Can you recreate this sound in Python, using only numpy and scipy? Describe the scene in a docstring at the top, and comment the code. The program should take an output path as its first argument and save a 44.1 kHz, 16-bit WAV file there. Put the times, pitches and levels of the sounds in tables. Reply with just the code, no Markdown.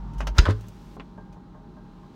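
"""A low cabinet drone under motor noise and a fan, then hinge clicks: a refrigerator door swings shut,
heard in mono from a shelf inside. The door cracks against its frame with a push of air; racks rattle, the
box booms, and a thin hiss lasts until two seating knocks. The fan hums on, with a few soft taps.
Air tones are gliding or steady sines; blows are decaying noise bands and damped modes; the fan, motor,
gasket brush and hiss are coloured noise, with wavering hum tones in the fan and motor."""
import sys
import numpy as np
from scipy.fft import rfft, irfft, next_fast_len
from scipy.io import wavfile
from scipy.ndimage import map_coordinates

SR = 44100
rng = np.random.default_rng(int(sys.argv[2]) if len(sys.argv) > 2 else 0)


def waveform_to_disk(signal):
    """Save audio, clipped to [-1, 1], as 16-bit WAV at the path in sys.argv[1]."""
    frames = np.transpose(np.atleast_2d(signal))
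    scaled = np.clip(frames, -1, 1) * 32767
    samples = np.round(scaled).astype(np.int16)
    wavfile.write(sys.argv[1], SR, samples)


N = 94815  # length in samples

# Every COLOUR table is a spectrum. Each row: frequency in Hz, relative level in dB.
# Every MODES table is a set of resonances. Each row: frequency in Hz, relative level in dB, t60 in s.
# Where blows list a tilt, it runs above 500 Hz and pivots at 2 kHz; their t60 is that of the 2 kHz band.

# Low drone of the cabinet, stirred by the door. Each row: time in seconds, level in dB.
DRONE_LEVEL = [(0, -36), (.07, -34.5), (.125, -42), (.195, -26), (.25, -29.5), (.32, -24.5), (.355, -38),
               (.40, -26.5), (.435, -20), (.47, -49), (.55, -34), (.65, -46.5), (.8, -47.5), (1.0, -54.5),
               (1.2, -69)]
DRONE_HZ = 49.34

# Fan and compressor inside the box: spectrum of the low rush, then of the treble.
FAN_COLOUR = [(15, -43), (28, -15.5), (39, 0), (52, -5.5), (65, -9.5), (86, -15), (100, -3), (125, -9),
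              (150, -1), (200, -6), (260, -9.5), (310, -9.5), (410, -16), (490, -24.5), (620, -22),
              (680, -29), (790, -19.5), (970, -29.5), (1040, -23.5), (1500, -30), (2200, -44.5),
              (3000, -69)]
FAN_DB = -47.5
FAN_TREBLE_COLOUR = [(900, 0.5), (2000, -2.5), (3000, -2), (4000, -1.5), (5000, -7), (6500, -10.5),
                     (8000, -16.5), (10500, -22), (15500, -23)]
# Level of the fan's treble. Each row: time in seconds, level in dB.
FAN_TREBLE_LEVEL = [(1.05, -67), (1.376, -70.5), (1.65, -70), (2.15, -65.5)]
# Hum once the door is shut. Each row: frequency in Hz, level in dB.
SHUT_HUM = [(48.4, -54), (183, -54.5), (226, -59), (363, -67), (420, -67), (630, -74.5), (818.3, -64.5),
            (920.5, -66), (1023, -70), (4037, -86.5)]
# Hum past the open door. Each row: frequency in Hz, level in dB before the door's share.
OPEN_HUM = [(108, -49.5), (149, -46.5), (183, -50), (819, -61), (920, -53.5)]
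# Motor noise past the open door: spectrum, then its level before the door's share.
OPEN_COLOUR = [(60, -11), (130, 8.5), (250, 1), (450, -19.5), (700, -16), (900, -9), (1200, -14),
               (1700, -24.5), (2400, -34.5), (4000, -35.5), (6500, -41.5), (10000, -58.5), (15500, -57.5)]
OPEN_DB = -43
# How much of the motor comes past the door. Each row: time in seconds, gain in dB.
DOOR_OPEN = [(0, -1), (.15, -1.5), (.25, 0.5), (.37, -4), (.44, -41.5)]
HUM_RATE_HZ = 13  # random knots a second in the hum's waver

# Hinge and plastic clicks. Each row: start in seconds, level in dB, tilt in dB per octave, t60 in s.
CLICKS = [(.133, -60.5, 4, 0.17), (.182, -52.5, 5.5, 0.27), (.205, -28, -4.5, 0.091),
          (.2185, -62, -8, 0.043), (.27, -29.5, 0.5, 0.083), (.2795, -33.5, -6.5, 0.069),
          (.609, -53.5, 8.5, 0.072), (.668, -64, 10, .08), (.6835, -50, 11, 0.06),
          (1.326, -59.5, 2.5, 0.12)]
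CLICK_COLOUR = [(150, -31), (250, -3), (490, -23.5), (614, -3), (1120, -8), (1480, -5.5), (2200, -10.5),
                (2900, -7), (3600, -15.5), (5200, -17), (6200, -13), (7400, -23.5), (15500, -37.5)]
# Resonances of the hinge bracket, and their level against the click.
BRACKET_MODES = [(595.7, -2, 0.11), (1570, -13, .06), (2850, -7, .06), (6160, -12, 0.032)]
BRACKET_DB = -6

# Dull knocks of the cabinet. Each row: start in seconds, level in dB.
KNOCKS = [(0.215, -41.5), (0.282, -42), (.385, -31), (0.421, -32), (.467, -41), (.488, -20), (.968, -39.5),
          (.998, -47)]
# Resonances of the cabinet.
CABINET_MODES = [(111, -9, 0.37), (165, -1, 0.065), (222, 1, 0.088), (267.1, -3.5, 0.18), (305.7, -4.5, .1),
                 (360, -8.5, 0.1), (425.4, -6.5, 0.2), (522.5, -11, 0.11), (629, -8, 0.058),
                 (770, -16.5, 0.12)]

# The gasket brushing the frame. Each row: time in seconds, level in dB.
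BRUSH_LEVEL = [(.33, -82), (.35, -51), (.378, -36), (.384, -25), (.39, -94)]
BRUSH_COLOUR = [(150, -1.5), (500, -8.5), (1500, -5), (2500, -18.5), (6000, -24.5), (9000, -36),
                (15500, -36.5)]

# Air push: start, envelope peak and its delay, then the pitch glide and its time constant.
PUSH_S, PUSH_DB, PUSH_RISE_S = 0.3825, -2.5, 0.013
PUSH_FROM_HZ, PUSH_TO_HZ, PUSH_GLIDE_S = 83, 37.5, 0.016

# The door meeting the frame. Each row: start in seconds, level in dB, tilt in dB per octave, t60 in s.
SLAM = [(0.3833, -14.5, 1, .04), (0.3866, -14.5, -1.5, 0.06)]
SLAM_COLOUR = [(88, -34), (160, -3.5), (210, -16.5), (400, -17.5), (510, -27.5), (1220, -26), (1370, -14),
               (1850, -20), (2300, -24), (3100, -23.5), (3700, -23.5), (4300, -28), (4900, -18.5),
               (5500, -27), (6500, -28), (8000, -39), (15500, -54)]
SLAM_TAIL_DB, SLAM_TAIL_T60 = -32.5, 0.37  # t60 in s
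# Resonances of the plastic liner, and their common gain.
LINER_MODES = [(645, -18, 0.2), (969, -20, 0.21), (1403, -0.5, .05), (1930, -9, 0.055), (2615, -9.5, 0.051),
               (3590, -3, 0.031), (3726, -4.5, .04), (3975, -14.5, 0.12), (4940, 1, 0.012),
               (6795, -24, .06)]
LINER_DB = -14.5

# Thin hiss: spectrum, then the times it starts to open and to close.
HISS_COLOUR = [(500, -1), (2000, -1.5), (3600, -3), (6000, -6), (10000, -15), (15500, -16.5)]
HISS_FROM_S, HISS_TO_S, HISS_DB = 0.39, 0.966, -63.5

# Racks and jars in the door. Each row: start in seconds, level in dB, tilt in dB per octave, t60 in s.
RATTLES = [(0.431, -37.5, -1, .08), (.439, -46.5, 7, 0.063), (.454, -22.5, 1, 0.08),
           (.458, -27, -1.5, 0.031), (0.464, -25.5, -2, 0.11), (.482, -23, -7.5, .07),
           (0.488, -36.5, 5.5, 0.09), (0.498, -28.5, 1.5, 0.079), (.506, -33, 6, 0.078),
           (.515, -45.5, -4, 0.31), (0.639, -52, 1.5, 0.088)]
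RATTLE_COLOUR = [(180, -32), (300, -13.5), (568, -7.5), (738, -25), (1010, -3.5), (1150, -11.5), (1470, -6),
                 (1880, -16.5), (2140, -19.5), (2320, -24.5), (3550, -22.5), (4390, -28.5), (15000, -63)]

# Boom of the sealed box: start, rise and pitch glide, then gains in dB and t60 in s of boom and afterglow.
BOOM_S, BOOM_RISE_S = 0.4655, 0.039
BOOM_FROM_HZ, BOOM_TO_HZ, BOOM_GLIDE_S = 61, 108.5, 0.028
BOOM_DB, BOOM_T60 = -15.5, 0.22
AFTER_DB, AFTER_T60 = -17, 0.9  # afterglow gain is relative to the boom

# The seal seating. Each row: start in seconds, level in dB, tilt in dB per octave, t60 in s.
SEATING = [(.968, -40.5, -11.5, .06), (0.9973, -35, -1, 0.073)]
SEATING_COLOUR = [(100, -10.5), (300, -9), (700, -1), (1200, 5.5), (1600, -0.5), (2100, -5), (2600, -2.5),
                  (3300, -6), (4300, -12.5), (5500, -25), (8000, -33), (10000, -52)]

# Soft taps in the settling cabinet. 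Each row: start in seconds, level in dB.
TAPS = [(1.178, -44.5), (1.364, -53), (1.546, -49), (1.767, -51), (2.03, -53.5)]
TAP_COLOUR = [(150, 1), (400, -10.5), (620, -1), (780, 0.5), (1080, -4), (1350, -24), (1600, -9.5),
              (2200, -31), (5000, -35), (12000, -53.5)]
TAP_T60, TAP_ATTACK_S = 0.12, 0.0014  # both in s, t60 at 2 kHz
# Resonances sounded by each tap, and their level against it.
TAP_MODES = [(429, 0, 0.16), (607, 3.5, 0.13), (785, -9.5, .1), (906, 4, 0.11), (1068, 1.5, 0.13),
             (1206, -5, 0.13), (1385, -15, 0.072), (1597, -9, 0.35), (1660, -19, 0.07)]
TAP_RING_DB = -4.5

# All blows: rise time constant, how much longer low pitches ring (exponent), uneven panel response.
ATTACK_S, BASS_RING = 0.0004, 0.12
RIPPLE_DB, RIPPLE_HZ = 2, 100.14  # standard deviation and knot spacing
TOP_HZ = 16000  # band limit of the recorder


def amp(db):
    """Decibels to gain."""
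    return 10 ** (np.asarray(db) / 20)


def unit(x):
    """Scale to rms 1."""
    return x / np.sqrt(np.mean(x ** 2) + 1e-20)


def colour(points, hz):
    """Gain at hz, interpolated between (Hz, dB) points on a log frequency axis."""
    point_hz, point_db = np.transpose(points)
    return amp(np.interp(np.log(hz + 1), np.log(point_hz + 1), point_db))


def since(start_s):
    """Seconds since start_s for every sample, zero before."""
    return np.maximum(np.arange(N) / SR - start_s, 0)


def level(rows):
    """Gain per sample of a (s, dB) curve, held flat beyond its ends."""
    return amp(np.interp(since(0), *np.transpose(rows)))


def wobble(rate_hz):
    """A smooth random curve with rate_hz knots a second."""
    knots = rng.standard_normal(1024)
    return map_coordinates(knots, [since(0) * rate_hz], mode="wrap")


def noise(points):
    """Random noise of rms 1 with the given colour."""
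    m = next_fast_len(N)
    spectrum = rfft(rng.standard_normal(m))
    gain = colour(points, np.fft.rfftfreq(m, 1 / SR))
    return unit(irfft(spectrum * gain, m)[:N])


def add(out, start_s, x):
    """Mix x into out at start_s, cutting what runs past the end."""
    part = out[int(start_s * SR):][:len(x)]
    part += x[:len(part)]


def decay(t, t60):
    """Exponential fall of 60 dB in t60 seconds."""
    return np.exp(-np.log(1000) * t / t60)


def blow(points, tilt_db, t60, attack_s=ATTACK_S):
    """A blow on a panel: random-phase noise whose bands die away separately, the low ones later."""
    size = 16384
    hz = np.fft.rfftfreq(size, 1 / SR) + 1
    t = np.arange(size) / SR
    tilt = amp(tilt_db * np.log2(np.maximum(hz, 500) / 2000))
    phase = np.exp(2j * np.pi * rng.random(len(hz)))
    knots = rng.standard_normal(1024)
    ripple = amp(RIPPLE_DB * map_coordinates(knots, [hz / RIPPLE_HZ], mode="wrap"))
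    spectrum = colour(points, hz) * tilt * phase * ripple

    # overlapping octave bands that sum to the whole spectrum
    centres = 250 * 2.0 ** np.arange(7)
    shares = [np.interp(np.log(hz), np.log(centres), row) for row in np.eye(len(centres))]
    bands = np.array([irfft(spectrum * share) for share in shares])
    band_t60 = t60 * (2000 / centres[:, None]) ** BASS_RING
    ringing = (bands * decay(t, band_t60)).sum(0)
    # level is set by the noise before it decays
    return ringing / bands.sum(0).std() * (1 - np.exp(-t / attack_s))


def blows(rows, points):
    """A series of blows sharing one colour, each with its own level, tilt and decay."""
    out = np.zeros(N)
    for start_s, db, tilt_db, t60 in rows:
        add(out, start_s, amp(db) * blow(points, tilt_db, t60))
    return out


def ring(modes, scatter_db):
    """Damped sine modes whose levels scatter at random from blow to blow."""
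    t = np.arange(SR // 2) / SR
    out = np.zeros(len(t))
    for hz, db, t60 in modes:
        gain = amp(db + scatter_db * rng.normal())
        out -= gain * np.sin(2 * np.pi * hz * t) * decay(t, t60)
    return out * (1 - np.exp(-t / ATTACK_S))


def glide(t, from_hz, to_hz, glide_s):
    """A sine whose pitch settles exponentially from one value to another."""
    settling = (from_hz - to_hz) * glide_s * (1 - np.exp(-t / glide_s))
    return np.sin(2 * np.pi * (to_hz * t + settling))


def hum(lines, waver):
    """Motor tones, each multiplied by a random complex curve so level and phase waver."""
    out = np.zeros(N)
    for hz, db in lines:
        drift = 1 + waver * (wobble(HUM_RATE_HZ) + 1j * wobble(HUM_RATE_HZ))
        tone = np.exp(2j * np.pi * (hz * since(0) + rng.random()))
        out += amp(db) * np.sqrt(2) * np.real(drift * tone)
    return out


def drone():
    """The air in the box drones as one low sine that the door stirs up and down in level."""
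    return np.sqrt(2) * level(DRONE_LEVEL) * np.sin(2 * np.pi * DRONE_HZ * since(0))


def motor_past_door():
    """Motor noise and hum reach the shelf past the open door and drop away as it shuts."""
    motor = amp(OPEN_DB) * noise(OPEN_COLOUR) + hum(OPEN_HUM, waver=0.2)
    return level(DOOR_OPEN) * motor


def fan():
    """Fan rush is coloured noise throughout; hum lines fade in as the door shuts."""
    rush = amp(FAN_DB) * noise(FAN_COLOUR)
    treble = level(FAN_TREBLE_LEVEL) * noise(FAN_TREBLE_COLOUR)
    shut = np.minimum(since(PUSH_S) / 0.05, 1)
    return rush + treble + shut * hum(SHUT_HUM, waver=0.24)


def clicks():
    """Hinge and plastic click: a short noise blow with the bracket's modes ringing under it."""
    out = blows(CLICKS, CLICK_COLOUR)
    for start_s, db, _, _ in CLICKS:
        add(out, start_s, amp(db + BRACKET_DB) * ring(BRACKET_MODES, scatter_db=3.5))
    return out


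def cabinet_knocks():
    """Dull knocks ring the low damped modes of the cabinet."""
    out = np.zeros(N)
    for start_s, db in KNOCKS:
        add(out, start_s, amp(db) * ring(CABINET_MODES, scatter_db=2.5))
    return out


def gasket_brush():
    """The gasket brushes the frame: coloured noise that swells just before the slam."""
    return level(BRUSH_LEVEL) * noise(BRUSH_COLOUR)


def air_push():
    """The door pushes the air in the box: a brief low pulse that glides down in pitch."""
    t = since(PUSH_S)
    u = t / PUSH_RISE_S
    envelope = (u * np.exp(1 - u)) ** 2  # peaks at u = 1
    return amp(PUSH_DB) * envelope * glide(t, PUSH_FROM_HZ, PUSH_TO_HZ, PUSH_GLIDE_S)


def slam():
    """The door cracks against the frame with a longer faint tail and rings the plastic liner."""
    out = blows(SLAM, SLAM_COLOUR)
    contact_s = SLAM[0][0]
    add(out, contact_s, amp(SLAM_TAIL_DB) * blow(SLAM_COLOUR, 0, SLAM_TAIL_T60))
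    add(out, contact_s, amp(LINER_DB) * ring(LINER_MODES, scatter_db=4))
    return out


def hiss():
    """A thin hiss, likely air drawn past the gasket: coloured noise that stops as the seal seats."""
    opening = np.minimum(since(HISS_FROM_S) / 0.01, 1)
    closing = np.minimum(since(HISS_TO_S) / 0.0045, 1)
    return amp(HISS_DB) * (opening - closing) * noise(HISS_COLOUR)


def rack_rattles():
    """Racks and jars in the door rattle as a run of short noise blows."""
    return blows(RATTLES, RATTLE_COLOUR)


def box_boom():
    """The air in the box booms, gliding up as the seal tightens, with a fast and a slow decay."""
    t = since(BOOM_S)
    fall_t = since(BOOM_S + BOOM_RISE_S)
    rise = np.sqrt(np.minimum(t / BOOM_RISE_S, 1))
    fall = decay(fall_t, BOOM_T60) + amp(AFTER_DB) * decay(fall_t, AFTER_T60)
    return amp(BOOM_DB) * rise * fall * glide(t, BOOM_FROM_HZ, BOOM_TO_HZ, BOOM_GLIDE_S)


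def seal_seating():
    """The seal seats with two knocks, each a short noise blow."""
    return blows(SEATING, SEATING_COLOUR)


def soft_taps():
    """The settling cabinet taps: soft-edged noise blows with damped modes ringing under them."""
    out = np.zeros(N)
    for start_s, db in TAPS:
        add(out, start_s, amp(db) * blow(TAP_COLOUR, 0, TAP_T60, TAP_ATTACK_S))
        add(out, start_s, amp(db + TAP_RING_DB) * ring(TAP_MODES, scatter_db=3.0))
    return out


def scene():
    """Everything as heard on a shelf inside, summed to one channel."""
    running = drone() + motor_past_door() + fan()
    closing = clicks() + cabinet_knocks() + gasket_brush() + air_push() + slam()
    shut = hiss() + rack_rattles() + box_boom() + seal_seating() + soft_taps()
    return (running + closing + shut)[None]


def record(dry):
    """The recorder keeps nothing at or above its band limit."""
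    m = next_fast_len(N + SR // 2)
    passed = np.fft.rfftfreq(m, 1 / SR) < TOP_HZ
    return irfft(rfft(dry, m) * passed, m)[..., :N]


dry = scene()
out = record(dry)
waveform_to_disk(out)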